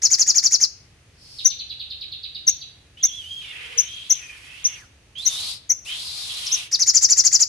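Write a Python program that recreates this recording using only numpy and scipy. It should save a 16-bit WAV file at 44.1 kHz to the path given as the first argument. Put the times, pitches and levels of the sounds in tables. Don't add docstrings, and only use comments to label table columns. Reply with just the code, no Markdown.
import sys
import numpy as np
from scipy import signal
from scipy.fft import rfft, irfft
from scipy.io import wavfile
from scipy.ndimage import uniform_filter1d

SR = 44100
rng = np.random.default_rng(int(sys.argv[2]) if len(sys.argv) > 2 else 0)


def transcribe(signal):
    frames = np.atleast_2d(signal).T
    limited = np.clip(frames, -1, 1)
    pcm = np.round(limited * 32767).astype(np.int16)
    wavfile.write(sys.argv[1], SR, pcm)


N = 329868
TIME = np.arange(N) / SR

# [t/s, top f/Hz, length/s]
TRILL_SYLLABLES = [(.030, 6900, .043), (.112, 6980, .042), (.193, 7000, .039), (.274, 6920, .043),
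                   (.355, 6900, .044), (.437, 6850, .041), (.520, 6830, .042), (.611, 6650, .042),
                   (6.725, 6050, .036), (6.800, 6550, .038), (6.872, 7000, .037), (6.946, 7200, .039),
                   (7.022, 7270, .040), (7.098, 7250, .040), (7.173, 7250, .039), (7.248, 7280, .034),
                   (7.325, 7260, .044), (7.402, 7270, .036)]
# [t/s, echo level/dB against the direct sound]
TURNING_ECHO = [(.4, -3.5), (.61, -3.5), (6.73, -6), (6.87, -0.5)]
# [t/s, relative level/dB, left over right/dB, phase lag of the right side/rad]
SINGLE_CHIPS = [(1.445, -11, 6, .9), (2.467, -11, 2.7, .8), (3.027, -11, 3.6, .6), (3.775, -12, 4.3, -2.3),
                (4.096, -11, 5.5, .2), (4.641, -15, 1.6, -2.5), (5.253, -13.3, 7.2, .1),
                (5.692, -12, 7, .1)]
# [pitch factor, level/dB against the main tone]
FAINT_PARTIALS = [(0.348, -33), (1.659, -39.5), (2.301, -28.5)]
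# [t/s, level/dB, top f/Hz, length/s, pitch jitter as a share of f]
SQUEAK_PARTS = [(6.459, -27, 5750, .026, .09), (6.51, -18, 6400, .044, .014)]
# [share of the length, pitch factor, relative level/dB]
SYLLABLE_SWEEP = [(0, .72, -6), (.07, .87, 0), (.17, .985, -1), (.3, 1, 1), (.48, .925, 2),
                  (.63, .815, 5.5), (.8, .69, 0), (1, .58, -12)]
CHIP_SWEEP = [(0, 1.06, -19), (.13, 1.0, -12), (.28, .915, -3), (.43, .895, 2.5), (.58, .925, -3),
              (.76, .985, -1), (1, 1.03, -9)]
FALLING_SWEEP = [(0, 1.06, -14), (.18, .98, 0), (.42, .84, 4), (.62, .75, -6), (1, .52, -16)]
SQUEAK_SWEEP = [(0, .78, -14), (.25, .88, -4), (.42, .97, 3), (.58, 1, -5), (.74, .96, 2), (1, .8, -6)]
# [f/Hz, relative level/dB per Hz]
RASP_COLOUR = [(700, -10), (2100, -4), (3700, -8), (5500, -4), (8000, -17), (10000, 1), (11000, -34.5),
               (13000, -3), (15000, -44)]
CHIRP_TIMES = [1.383, 1.498, 1.589, 1.695, 1.794, 1.901, 2.008, 2.116, 2.231, 2.345, 2.468, 2.609]
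# [t/s, f/Hz, relative level/dB, hoarseness 0-1]
WHISTLE_COURSES = [
    [(2.972, 2900, -42, .25), (3.05, 3720, -39, .3), (3.095, 3230, -36, .2), (3.17, 3450, -37, .12),
     (3.24, 2920, -39, .15), (3.3, 3200, -35, .08), (3.395, 3270, -34, .1), (3.46, 2950, -39, .7),
     (3.62, 2560, -39, .9), (3.8, 2750, -39, .95), (3.91, 3230, -37, .45), (4.025, 3200, -37, .35),
     (4.08, 3350, -45, .9), (4.16, 3250, -37, .6), (4.21, 2580, -42, .55), (4.29, 2460, -41, .3),
     (4.4, 2450, -48, .95), (4.55, 2650, -40, .4), (4.59, 2950, -43, .9), (4.76, 2720, -42, .8),
     (4.845, 1350, -54, .2)],
    [(5.154, 3050, -39, .25), (5.19, 3400, -32, .15), (5.248, 4200, -35, .25), (5.29, 3600, -29, .25),
     (5.345, 3600, -30, .4), (5.4, 3850, -31, .6), (5.52, 4350, -33, .95), (5.58, 4500, -48, 1)],
    [(5.855, 2400, -43, .3), (5.88, 3000, -29, .2), (5.93, 3150, -31, .7), (6.04, 4250, -35, .85),
     (6.19, 4250, -34, .9), (6.3, 3700, -34, .95), (6.6, 3300, -33, .95), (6.68, 2900, -48, 1)],
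]
# [t/s, left over right/dB]
WHISTLE_SIDES = [(3.3, -3.5), (4.3, -2), (5.2, -6), (5.5, 2.5), (5.88, -2), (6.15, 3.5), (6.4, -2.5)]
# [start t/s, end t/s, break-up t/s, break-up length/s, relative level/dB, rise to the end/dB]
AIR_LEAKS = [(2.968, 4.89, 3.04, .12, -53, -1), (5.176, 5.585, 5.2, 0.13, -34.5, 1.5),
             (5.847, 6.689, 5.69, 0.14, -37.5, 6.5)]
# [f/Hz, relative level/dB per Hz]
HISS_COLOUR = [(400, -21.5), (1100, -13.5), (1700, -21.5), (2600, -8.5), (4700, -3), (7300, -9),
               (10000, -8), (12400, -18.5), (13600, -54)]
# [f/Hz, time to fall by 60 dB/s]
ROOM_DECAY = [(3000, 0.64), (6000, 0.39), (13000, 0.38)]
# [t/s, relative level/dB]
HOP_RUSTLE = [(1.12, -73), (1.22, -50), (1.32, -44.5), (1.39, -43), (1.451, -43)]
# [t/s, level/dB]
HOLLOW_HUM = [(3.5, -74), (3.6, -56.5), (3.8, -50.5), (3.84, -88.5)]
# [f/Hz, relative level/dB per Hz]
RUMBLE_COLOUR = [(22, -29), (65, -7), (123, -9.5), (202, -22), (317, -22), (1020, -31.5), (2570, -26.5),
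                 (5490, -41), (6180, -31.5), (7300, -43.5), (9490, -44), (16100, -120)]
# [f/Hz, likeness 0-1]
RUMBLE_LIKENESS = [(100, 1), (300, 0.81), (4000, 0.07)]

TRILL_DB, TRILL_HZ, EFFORT_DB = -12.5, 7290, 22.5
GRIT_HZ, GRIT_WIDTH_HZ, GRIT_DB, GRIT_LEAD_S = 5800, 2600, -9.5, .014
GRIT_PER_ECHO = 0.8
CHIP_HZ = 6420
FALL_DB, FALL_HZ, TRAIL_DB, TRAIL_S = -35.5, 4540, -4.5, 0.12
FLUTTER_HZ, FLUTTER_DEPTH = 640, .7
ATTACK_S, RELEASE_S = 0.0078, 0.11
CLEAN_HISS_DB = -11.5
RUMBLE_DB = -54.5
EDGE_HZ = 14600


def sunbird():
    trills, chips, air, harsh = np.zeros((4, 2, N))
    for s, hz, length in TRILL_SYLLABLES:
        db = TRILL_DB + EFFORT_DB * (hz / TRILL_HZ - 1)
        echo_db = np.interp(s, *np.transpose(TURNING_ECHO))
        tone = note(SYLLABLE_SWEEP, hz, length, jitter=.013, overtone_db=-38).real
        add(trills, s, amp(db) * bounce(sides(4) * tone, echo_db, spread=.011))
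        grit_db = db + GRIT_DB + GRIT_PER_ECHO * echo_db
        add(harsh, s - GRIT_LEAD_S, amp(grit_db) * puff(length + 2 * GRIT_LEAD_S))
        onset = sides(1.4) * catch(hz=2092, length=0.016, rough=0.064)
        add(trills, s - .014, amp(db - 16) * bounce(onset, echo_db, spread=0.007))
        add(air, s - .018, amp(db - 25.0) * puff(length + 0.035))
    for s, db, pan_db, phase in SINGLE_CHIPS:
        tone = note(CHIP_SWEEP, CHIP_HZ, length=.035, jitter=.007, overtone_db=-41)
        for factor, part_db in FAINT_PARTIALS:
            partial = note(CHIP_SWEEP, CHIP_HZ * factor, length=.035, jitter=.03, overtone_db=-np.inf)
            tone = tone + amp(part_db) * partial
        pair = np.real([tone, tone * np.exp(-1j * phase)])
        add(chips, s, amp(db - 1.0) * bounce(sides(pan_db) * pair, echo_db=-8, spread=0.011))
        add(air, s - .006, amp(db - 34.0) * puff(0.052))
    for s, db, hz, length, jitter in SQUEAK_PARTS:
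        tone = note(SQUEAK_SWEEP, hz, length, jitter, overtone_db=-30).real
        add(trills, s, amp(db) * bounce(sides(3) * tone, echo_db=-5, spread=.015))
    return trills + harsh * grit() + air * noise(RASP_COLOUR, 0.47), chips


def note(sweep, top_hz, length, jitter, overtone_db, order=2):
    u = np.linspace(0, 1, round(length * SR))
    share, pitch, db = np.transpose(sweep)
    hz = top_hz * uniform_filter1d(np.interp(u, share, pitch), size=120, mode="nearest")
    turn = np.exp(2j * np.pi * np.cumsum(hz * (1 + jitter * waver(len(u), 640))) / SR)
    envelope = evened(amp(np.interp(u, share, db)) * signal.windows.tukey(len(u), .1))
    return np.sqrt(2) * envelope * (turn + amp(overtone_db) * turn ** order)


def catch(hz, length, rough):
    count = round(length * SR)
    rising_hz = hz * (np.linspace(.75, 1.2, count) + rough * waver(count, 510))
    phase = 2 * np.pi * np.cumsum(rising_hz) / SR
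    harmonics_db = [-11.5, -15.5, 2.0, -9.5, -29.5]
    tone = sum(amp(db) * np.sin((k + 1) * phase) for k, db in enumerate(harmonics_db))
    return evened(tone * signal.windows.tukey(count, .6) * np.linspace(.4, 1, count))


def grit():
    edges = [GRIT_HZ - GRIT_WIDTH_HZ / 2, GRIT_HZ + GRIT_WIDTH_HZ / 2]
    band = signal.butter(6, edges, "bandpass", fs=SR, output="sos")
    left, apart = signal.sosfilt(band, rng.standard_normal((2, N)))
    return sides(3) * evened(np.array([left, left + apart]) * amp(2.5 * waver(N, 150)))


def puff(length):
    return sides(0) * signal.windows.tukey(round(length * SR), .7)


def bounce(sound, echo_db, spread, count=10):
    delay = (np.arange(count) + rng.uniform(0.11, 1, (2, count))) / count
    taps = np.zeros((2, round(spread * SR) + 1))
    size = rng.choice([-1., 1.], delay.shape) * amp(-9 * delay)
    np.put_along_axis(taps, (delay * spread * SR).astype(int), size, 1)
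    taps *= amp(min(echo_db, 0)) / np.linalg.norm(taps, axis=1, keepdims=True)
    taps[:, 0] = 1
    return signal.fftconvolve(sound, taps / np.linalg.norm(taps[0]), axes=1)


def wheezes():
    hz, gain, hoarse, pan_db = blowing()
    jitter = (.011 + .035 * hoarse) * waver(N, 250)
    phase = 2 * np.pi * np.cumsum(hz * (1 + jitter)) / SR
    overtones = (1 - hoarse) * (amp(-21) * np.sin(2 * phase) + amp(-26) * np.sin(1.5 * phase))
    flutter = 1 + FLUTTER_DEPTH * hoarse * fuzzy(FLUTTER_HZ, width_hz=100)[0]
    tone = flutter * evened((np.sin(phase) + overtones) * amp(2.8 * waver(N, 60)))
    spray = fuzzy(hz * (1 + .03 * waver(N, 40)), width_hz=1350) * amp(1.2 * waver(N, 25))
    spray = spray + amp(-8) * fuzzy(hz, width_hz=2900)
    jet = sides(pan_db) * (np.sqrt(1 - hoarse) * tone + hoarse ** .9 * spray)
    sizzle = sides(2) * noise(HISS_COLOUR, .5) * amp(1.4 * waver(N, 70))
    return amp(-1) * gain * jet + amp(10.5) * leaking() * sizzle


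def blowing():
    s, hz, db, hoarse = np.vstack(WHISTLE_COURSES).T
    gain = sum(swell(*np.transpose(course)[[0, 2]]) for course in WHISTLE_COURSES)
    pan_db = np.interp(TIME, *np.transpose(WHISTLE_SIDES))
    return np.interp(TIME, s, hz), uniform_filter1d(gain, size=200), np.interp(TIME, s, hoarse), pan_db


def leaking():
    hiss = np.zeros(N)
    for start, end, break_s, break_length, hiss_db, rise_db in AIR_LEAKS:
        gate = np.clip((TIME - start) / ATTACK_S, 0, 1) * np.clip((end - TIME) / RELEASE_S, 0, 1)
        broken = np.clip((TIME - break_s) / break_length, 0, 1)
        slope_db = rise_db * np.interp(TIME, [start, end], [-.5, .5])
        hiss += gate * amp(hiss_db + slope_db + CLEAN_HISS_DB * (2.0 - broken))
    return hiss


def falling_chirps():
    out = np.zeros((2, N))
    for s in CHIRP_TIMES:
        db = FALL_DB + TRAIL_DB * np.exp((s - CHIRP_TIMES[-1]) / TRAIL_S)
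        sweep = note(FALLING_SWEEP, FALL_HZ, length=.028, jitter=.04, overtone_db=-37, order=3)
        tone = amp(db) * sweep.real
        add(out, s, sides(-3.0) * tone)
        slap = bounce(sides(-0.85) * tone, echo_db=0, spread=0.028)
        add(out, s + 0.013, amp(-8.5) * slap)
    return out


def room(x, early_db, tail_db, early_t60):
    count = SR * 3 // 4
    t = np.arange(count) / SR
    hits = rng.random((2, count)) < 900 / SR
    early = rng.standard_normal((2, count)) * hits * (t > .004) * amp(-60 * t / early_t60)
    grains = rng.choice([-1., 1.], (2, count)) * np.clip(t / 0.0039 - 1, 0, 1)
    hz, at, z = signal.stft(grains, SR, nperseg=256)
    fading = z * amp(-60 * at / read(ROOM_DECAY, hz)[:, None])
    tail = signal.istft(fading, SR, nperseg=256)[1][:, :count]
    parts = [(early_db, early), (tail_db, tail)]
    echoes = sum(amp(db) * h / np.linalg.norm(h, axis=1, keepdims=True) for db, h in parts)
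    return x + signal.oaconvolve(x, echoes, axes=1)[:, :N]


def background():
    likeness = read(RUMBLE_LIKENESS, np.fft.rfftfreq(N, 1 / SR))
    floor = amp(RUMBLE_DB) * noise(RUMBLE_COLOUR, likeness) + amp(-65.0) * noise(HISS_COLOUR)
    rustling = amp(-1.5) * fuzzy(4900, width_hz=1200) + amp(-8.0) * noise(HISS_COLOUR)
    rustle = swell(*np.transpose(HOP_RUSTLE)) * rustling
    return floor + rustle + swell(*np.transpose(HOLLOW_HUM)) * fuzzy(470, width_hz=80)


def noise(colour, same=0):
    hz = np.fft.rfftfreq(N, 1 / SR)
    a, b = rfft(rng.standard_normal((2, N)))
    same = np.clip(same, -1, 1)
    pair = np.array([a, same * a + np.sqrt(1 - same ** 2) * b])
    return evened(irfft(pair * amp(read(colour, hz)), N))


def fuzzy(hz, width_hz):
    lowpass = signal.butter(3, width_hz / 2, fs=SR, output="sos")
    slow = signal.sosfilt(lowpass, rng.standard_normal((2, N)) + 1j * rng.standard_normal((2, N)))
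    return evened((slow * np.exp(2j * np.pi * np.cumsum(hz * np.ones(N)) / SR)).real)


def waver(count, hz):
    f = np.fft.rfftfreq(count, 1 / SR)
    return evened(irfft(rfft(rng.standard_normal(count)) / (1 + (f / hz) ** 4), count))


def swell(s, db):
    return amp(np.interp(TIME, s, db, left=-140, right=-140))


def sides(pan_db):
    pair = np.array([amp(np.atleast_1d(pan_db) / 2), amp(-np.atleast_1d(pan_db) / 2)])
    return pair / np.sqrt(np.mean(pair ** 2, 0))


def add(mix, s, sound):
    part = mix[:, max(round(s * SR), 0):][:, :sound.shape[1]]
    part += sound[:, :part.shape[1]]


def read(points, hz):
    f, value = np.transpose(points)
    return np.interp(np.log(hz + 1), np.log(f + 1), value)


def evened(x):
    return x / np.sqrt(np.mean(x ** 2) + 1e-20)


def amp(db):
    return 10 ** (np.asarray(db) / 20)


def scene():
    trills, chips = sunbird()
    near = room(trills, early_db=-9.5, tail_db=-18, early_t60=0.16)
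    near = near + room(chips, early_db=-11.5, tail_db=-15.5, early_t60=0.037)
    far = room(falling_chirps(), early_db=0.0, tail_db=1.5, early_t60=0.087)
    far = far + room(wheezes(), early_db=-3, tail_db=-11.5, early_t60=0.062)
    return near + far + background()


def record(dry):
    lowpass = signal.firwin(255, EDGE_HZ, window=("kaiser", 8), fs=SR)
    return signal.oaconvolve(np.clip(dry, -1, 1), lowpass[None], "same")


dry = scene()
out = record(dry)
transcribe(out)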